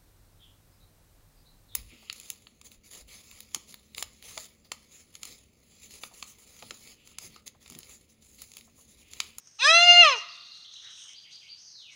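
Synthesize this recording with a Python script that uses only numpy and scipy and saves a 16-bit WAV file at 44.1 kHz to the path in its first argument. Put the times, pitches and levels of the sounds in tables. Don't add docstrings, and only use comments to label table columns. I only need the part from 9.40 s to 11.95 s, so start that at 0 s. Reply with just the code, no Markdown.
import sys
import numpy as np
from scipy import signal
from scipy.fft import rfft, irfft, next_fast_len
from scipy.io import wavfile
from scipy.ndimage import uniform_filter1d, map_coordinates

SR = 44100
rng = np.random.default_rng(int(sys.argv[2]) if len(sys.argv) > 2 else 0)


def dump(signal):
    limited = np.clip(np.atleast_2d(signal).T, -1, 1)
    pcm = np.round(limited * 32767).astype(np.int16)
    wavfile.write(sys.argv[1], SR, pcm)


def magnitude_from_level(level_db):
    exponent = np.asarray(level_db, float) / 20
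    return 10 ** exponent


N = 112454
T = np.arange(N) / SR

# [t/s, pitch f/Hz, effort level/dB, mouth opening 0-1, brightness dB/octave]
BLEAT = [
    (0.186, 399, -47, 0.96, 5),
    (0.238, 532.7, -23.5, 0.02, 1.5),
    (0.292, 637, -18.5, 0.2, .1),
    (.35, 676.8, -17.5, 0.5, 1.53),
    (0.459, 706.5, -20, 0.8, 0.5),
    (0.498, 700, -18, 0.9, 0.9),
    (.612, 704.3, -19.5, 1, 1.24),
    (.65, 639, -17.5, 0.85, 0.72),
    (0.791, 399.4, -33.5, 0.5, -4),
]
# [f/Hz, width/Hz, level/dB]
THROAT_EARLY = [(700, 300, -8), (1203, 500, -4.5), (1750, 260, 2.5), (2524, 190, 0), (3400, 400, -5),
                (3982, 350, -3.5), (5060, 510, -7.5), (6093, 500, -14), (7430, 700, -21),
                (8900, 270, -21.5), (10600, 900, -55), (14000, 900, -61)]
# [f/Hz, width/Hz, level/dB]
THROAT_LATE = [(777.6, 380, -1), (1181, 220, 3), (2100, 430, -7), (2760, 390, 4), (3534, 400, -14.5),
               (4114, 350, -5.5), (5126, 400, -15), (6218, 620, -15.5), (7000, 400, -34.5),
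               (8690, 400, -35.5), (10250, 900, -47), (14000, 900, -63)]
# [f/Hz, width/Hz, depth/dB]
CALL_GAPS = [(4600, 220, 20.5), (6750, 240, 22), (12300, 1800, 13), (7350, 350, 7.5)]
# [f/Hz, time to fall 60 dB t/s]
WOOD_RING = [(400, 0.24), (1300, 0.73), (3000, 0.75), (6000, 0.87), (10000, 0.24)]
# [f/Hz, time to fall 60 dB t/s]
DEEP_RING = [(500, 0.67), (1500, 1.7), (4000, 1.5), (8000, 0.55)]
# [f/Hz, time to fall 60 dB t/s]
FINCH_RING = [(2000, 0.2), (3500, 0.79), (5000, 0.56)]
# [start t/s, length t/s, from f/Hz, to f/Hz, bend, level/dB]
TRILL = [
    (-.002, .018, 6500, 4100, .35, 8),
    (.024, .024, 2950, 4857, 1.1, 7),
    (0.061, .02, 4124, 3600, .5, 2),
]
# [t/s, f/Hz, level/dB]
SWOOP = [
    (0, 3400, 6),
    (0.029, 2000, -5.5),
    (.055, 2400, -1),
    (0.096, 4807, 8.5),
    (0.124, 4640, -4.5),
    (.16, 4500, -20),
]
SWOOP_STARTS = [1.665, 1.833, 2.003]
# [t/s, f/Hz, level/dB, buzz depth f/Hz]
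SLUR = [
    (2.178, 5000, -42.5, -2),
    (2.195, 6360, -53.5, 201.5),
    (2.25, 5550, -47, 884.5),
    (2.30, 5050, -53, 897),
    (2.345, 4600, -49, 500),
    (2.355, 4250, -48.5, 0),
    (2.44, 2900, -51.5, -6),
    (2.52, 2100, -51, 0),
    (2.55, 1850, -67, 0),
]
# [middle t/s, length t/s, level/dB, crisp top level/dB]
SHUFFLES = [(.03, 0.49, -67.5, 6), (.78, .05, -46.5, -8), (1.17, 0.081, -65, 5), (1.414, .17, -54.5, -3.5),
            (1.525, 0.088, -58, 3.5), (1.628, 0.13, -58, 10), (1.711, 0.056, -61, 2),
            (1.95, 0.068, -66.5, 9.5), (2.06, 0.056, -88, 9.5), (2.55, 0.055, -60.5, 6.5)]
# [t/s, peak level/dB]
SNAPS = [(.073, -41), (.113, -50), (1.173, -43), (1.338, -38.5), (1.506, -52), (1.54, -59), (1.826, -56),
         (1.957, -45), (2.078, -51.5)]
# [middle t/s, length t/s, f/Hz, level/dB]
SCUFFS = [(1.472, 0.093, 1728, -60), (1.66, .03, 1400, -66), (2.355, 0.011, 1750, -70.5)]
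# [f/Hz, level/dB]
LITTER = [(300, -43.5), (1500, -18), (4300, -19), (5600, -1.5), (6600, -4), (7200, -26.5), (8800, -16.5),
          (9600, -37.5)]
# [f/Hz, level/dB]
AIR = [(20, -42), (50, -13.5), (110, -3.5), (200, -10), (600, -15.5), (3000, -18), (10000, -28.5),
       (15000, -30.5)]

GLIDE_S, ONSET_S, RELEASE_S = 0.022, 0.012, 0.0092
SKIRT_DB, SHIMMER_DB, JITTER = -77.5, 2.5, 0.0015
BREATH_DB, SLACK_BREATH_DB, SLACK_FLUTTER_DB = -32, 30, 11
UNDERTONE_BELOW_HZ, UNDERTONE_DB = 376, -50
CLOSE_S, CLOSE_DB_PER_S = 0.738, 800
LOW_CUT_HZ = 480
EARLY_DB, EARLY_T60_S, EARLY_FROM_HZ = -8, 0.08, 1400
WOOD_DB, WOOD_DELAY_S, DEEP_WOOD_DB = -20, 0.02, -36
TRILL_START_S, TRILL_PERIOD_S, TRILL_SINK, TRILL_DB = 0.664, 0.111, 0.034, -51
NOTE_ARCH_DB = 9.5
SWOOP_DB, BUZZ_HZ = -51, 167
WAVER_HZ, WAVER_DB = 50, 2.5
FAR_DIRECT_DB, FLOURISH_DIRECT_DB = -3, -9
GRAINS_PER_S, GRAIN_SPREAD_DB = 1500, 2.6
LITTER_BED_DB, FADE_STRETCH, AIR_DB = -64, 1.4, -72
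TOP_HZ = 15700


def unit(x):
    return x / np.sqrt(np.mean(x ** 2) + 1e-20)


def along(points, hz):
    f, v = np.transpose(points)
    return np.interp(np.log(hz + 1), np.log(f + 1), v)


def wobble(rate):
    return map_coordinates(rng.standard_normal(int(N * rate / SR) + 4), [T * rate])


def filtered(x, response):
    m = next_fast_len(N + SR // 2)
    return irfft(rfft(x, m) * response(np.fft.rfftfreq(m, 1 / SR)), m)[:N]


def low_cut(hz, edge_hz, steepness):
    return 1 / (1 + (edge_hz / (hz + 1)) ** steepness)


def throat(peaks, hz):
    power = sum(magnitude_from_level(2 * db) / (1 + (2 * (hz - c) / w) ** 2) ** 2 for c, w, db in peaks)
    return np.sqrt(power + magnitude_from_level(2 * SKIRT_DB))


def fawn():
    s, *cols = np.transpose(BLEAT)
    smooth = [uniform_filter1d(np.interp(T, s, c), int(GLIDE_S * SR)) for c in cols]
    pitch, effort_db, mouth, tilt_db = smooth
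    pitch = pitch * (1 + JITTER * wobble(90))
    mouth = np.clip(mouth, 0, 1)
    gate = np.clip((T - s[0]) / ONSET_S, 0, 1) * np.clip((s[-1] - T) / RELEASE_S, 0, 1)
    phase = 2 * np.pi * np.cumsum(pitch) / SR
    slack = 1 - pitch / pitch.max()
    shut_db = CLOSE_DB_PER_S * np.clip(T - CLOSE_S, 0, 1)

    voice = 0
    for k in range(1, 21):
        hz = k * pitch
        shape = throat(THROAT_EARLY, hz) ** (1 - mouth) * throat(THROAT_LATE, hz) ** mouth
        shape = shape * magnitude_from_level(tilt_db * np.log2(hz / 1500))
        unsteady_db = SHIMMER_DB * wobble(35) + SLACK_FLUTTER_DB * slack * wobble(90)
        level_db = min(k / 5, 1) * unsteady_db - min(k - 1, 2) / 2 * shut_db
        voice = voice + shape * magnitude_from_level(level_db) * np.sin(k * phase + rng.uniform(0, 2 * np.pi))

    breath = unit(filtered(rng.standard_normal(N), lambda hz: throat(THROAT_EARLY, hz)))
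    breath = breath * (1 + np.cos(phase))
    breath_db = BREATH_DB + SLACK_BREATH_DB * slack + tilt_db - shut_db
    under = np.sin(phase - 2 * np.pi * UNDERTONE_BELOW_HZ * T) * (pitch > 1.55 * UNDERTONE_BELOW_HZ)
    call = np.sqrt(2) * voice + magnitude_from_level(breath_db) * breath
    return gate * magnitude_from_level(effort_db) * np.array([call, magnitude_from_level(UNDERTONE_DB) * under])


def call_colour(hz):
    gaps_db = sum(db * np.exp(-(2 * (hz - c) / w) ** 2) for c, w, db in CALL_GAPS)
    return low_cut(hz, LOW_CUT_HZ, 4) * magnitude_from_level(-gaps_db)


def echoes(x, t60s, delay_s):
    hz, t, z = signal.stft(rng.standard_normal(SR), SR, nperseg=256)
    fade = magnitude_from_level(-60 * t / along(t60s, hz)[:, None])
    tail = signal.istft(z * fade, SR, nperseg=256)[1]
    late = np.pad(x, (int(delay_s * SR), 0))
    return signal.fftconvolve(late, tail / np.linalg.norm(tail))[:N]


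def ringing_wood(call):
    deep = magnitude_from_level(DEEP_WOOD_DB) * echoes(call, DEEP_RING, 0.08)
    wood = magnitude_from_level(WOOD_DB) * echoes(call, WOOD_RING, WOOD_DELAY_S)
    bright = filtered(call, lambda hz: low_cut(hz, EARLY_FROM_HZ, 4))
    near = magnitude_from_level(EARLY_DB) * echoes(bright, [(1000, EARLY_T60_S)], 0.0033)
    return deep + wood + near


def whistle(rows):
    s, hz, db, buzz = np.transpose(rows)
    gate = np.clip(np.minimum(T - s[0], s[-1] - T) / 0.002, 0, 1)
    swing = np.interp(T, s, buzz) * np.sin(2 * np.pi * BUZZ_HZ * T)
    pitch = np.interp(T, s, hz) + swing + WAVER_HZ * wobble(150)
    return gate * magnitude_from_level(np.interp(T, s, db)) * np.sin(2 * np.pi * np.cumsum(pitch) / SR)


def finch():
    trill, u = 0, np.linspace(0, 1, 6)
    for k in range(9):
        sink = 1 - TRILL_SINK * max(k - 3, 0)
        for start, length, hz0, hz1, bend, db in TRILL:
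            hz = (hz0 + (hz1 - hz0) * u ** bend) * sink
            at = TRILL_START_S + k * TRILL_PERIOD_S + start + u * length
            level_db = TRILL_DB + db - NOTE_ARCH_DB * (1.4 * u - 1) ** 2
            trill = trill + whistle(np.transpose([at, hz, level_db, 0 * u]))
    flourish = whistle(SLUR)
    for start in SWOOP_STARTS:
        flourish = flourish + whistle([(start + s, hz, SWOOP_DB + db, 0) for s, hz, db in SWOOP])
    waver = magnitude_from_level(WAVER_DB * wobble(120))
    direct = magnitude_from_level(FAR_DIRECT_DB) * trill + magnitude_from_level(FLOURISH_DIRECT_DB) * flourish
    return waver * direct + echoes(waver * (trill + flourish), FINCH_RING, 0.004)


def bump(mid_s, length_s):
    u = 2 * (T - mid_s) / length_s
    return np.exp(-np.where(u < 0, u ** 4, (u / FADE_STRETCH) ** 2))


def litter_colour(hz):
    return magnitude_from_level(along(LITTER, hz)) / (1 + (hz / 11500) ** 8)


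def litter():
    grains = rng.random(N) < GRAINS_PER_S / SR
    grains = grains * magnitude_from_level(GRAIN_SPREAD_DB * rng.exponential(size=N))
    grains = grains * rng.standard_normal(N)
    crackle = unit(rng.standard_normal(N) + 0.6 * unit(grains)) * magnitude_from_level(2.5 * wobble(25))
    needles = unit(filtered(crackle, litter_colour))
    top = filtered(needles, lambda hz: low_cut(hz, 7000, 20))
    out = magnitude_from_level(LITTER_BED_DB) * needles
    for s, length, db, crisp_db in SHUFFLES:
        out = out + magnitude_from_level(db) * bump(s, length) * (needles + (magnitude_from_level(crisp_db) - 1) * top)

    snaps = sum(magnitude_from_level(db - 60 * np.clip(T - s, 0, 1) / 0.025) * (T >= s) for s, db in SNAPS)
    out = out + magnitude_from_level(9.5) * filtered(snaps * rng.standard_normal(N), litter_colour)

    for s, length, hz, db in SCUFFS:
        dull = filtered(rng.standard_normal(N), lambda f: 1 / (1 + ((f - hz) / (0.3 * hz)) ** 4))
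        out = out + magnitude_from_level(db) * bump(s, length) * unit(dull)
    return out


def air():
    drift = magnitude_from_level(AIR_DB + 0.8 * wobble(6))
    return drift * unit(filtered(rng.standard_normal(N), lambda hz: magnitude_from_level(along(AIR, hz))))


def scene():
    call, under = fawn()
    call = filtered(call, call_colour)
    wet = ringing_wood(call)
    return (call + under + wet + finch() + litter() + air())[None]


def roll_off(x):
    return signal.sosfilt(signal.butter(12, 15640, fs=SR, output="sos"), x)


def record(dry):
    mix = filtered(dry[0], lambda hz: hz < TOP_HZ)[None]
    return roll_off(mix)


dry = scene()
out = record(dry)
dump(out)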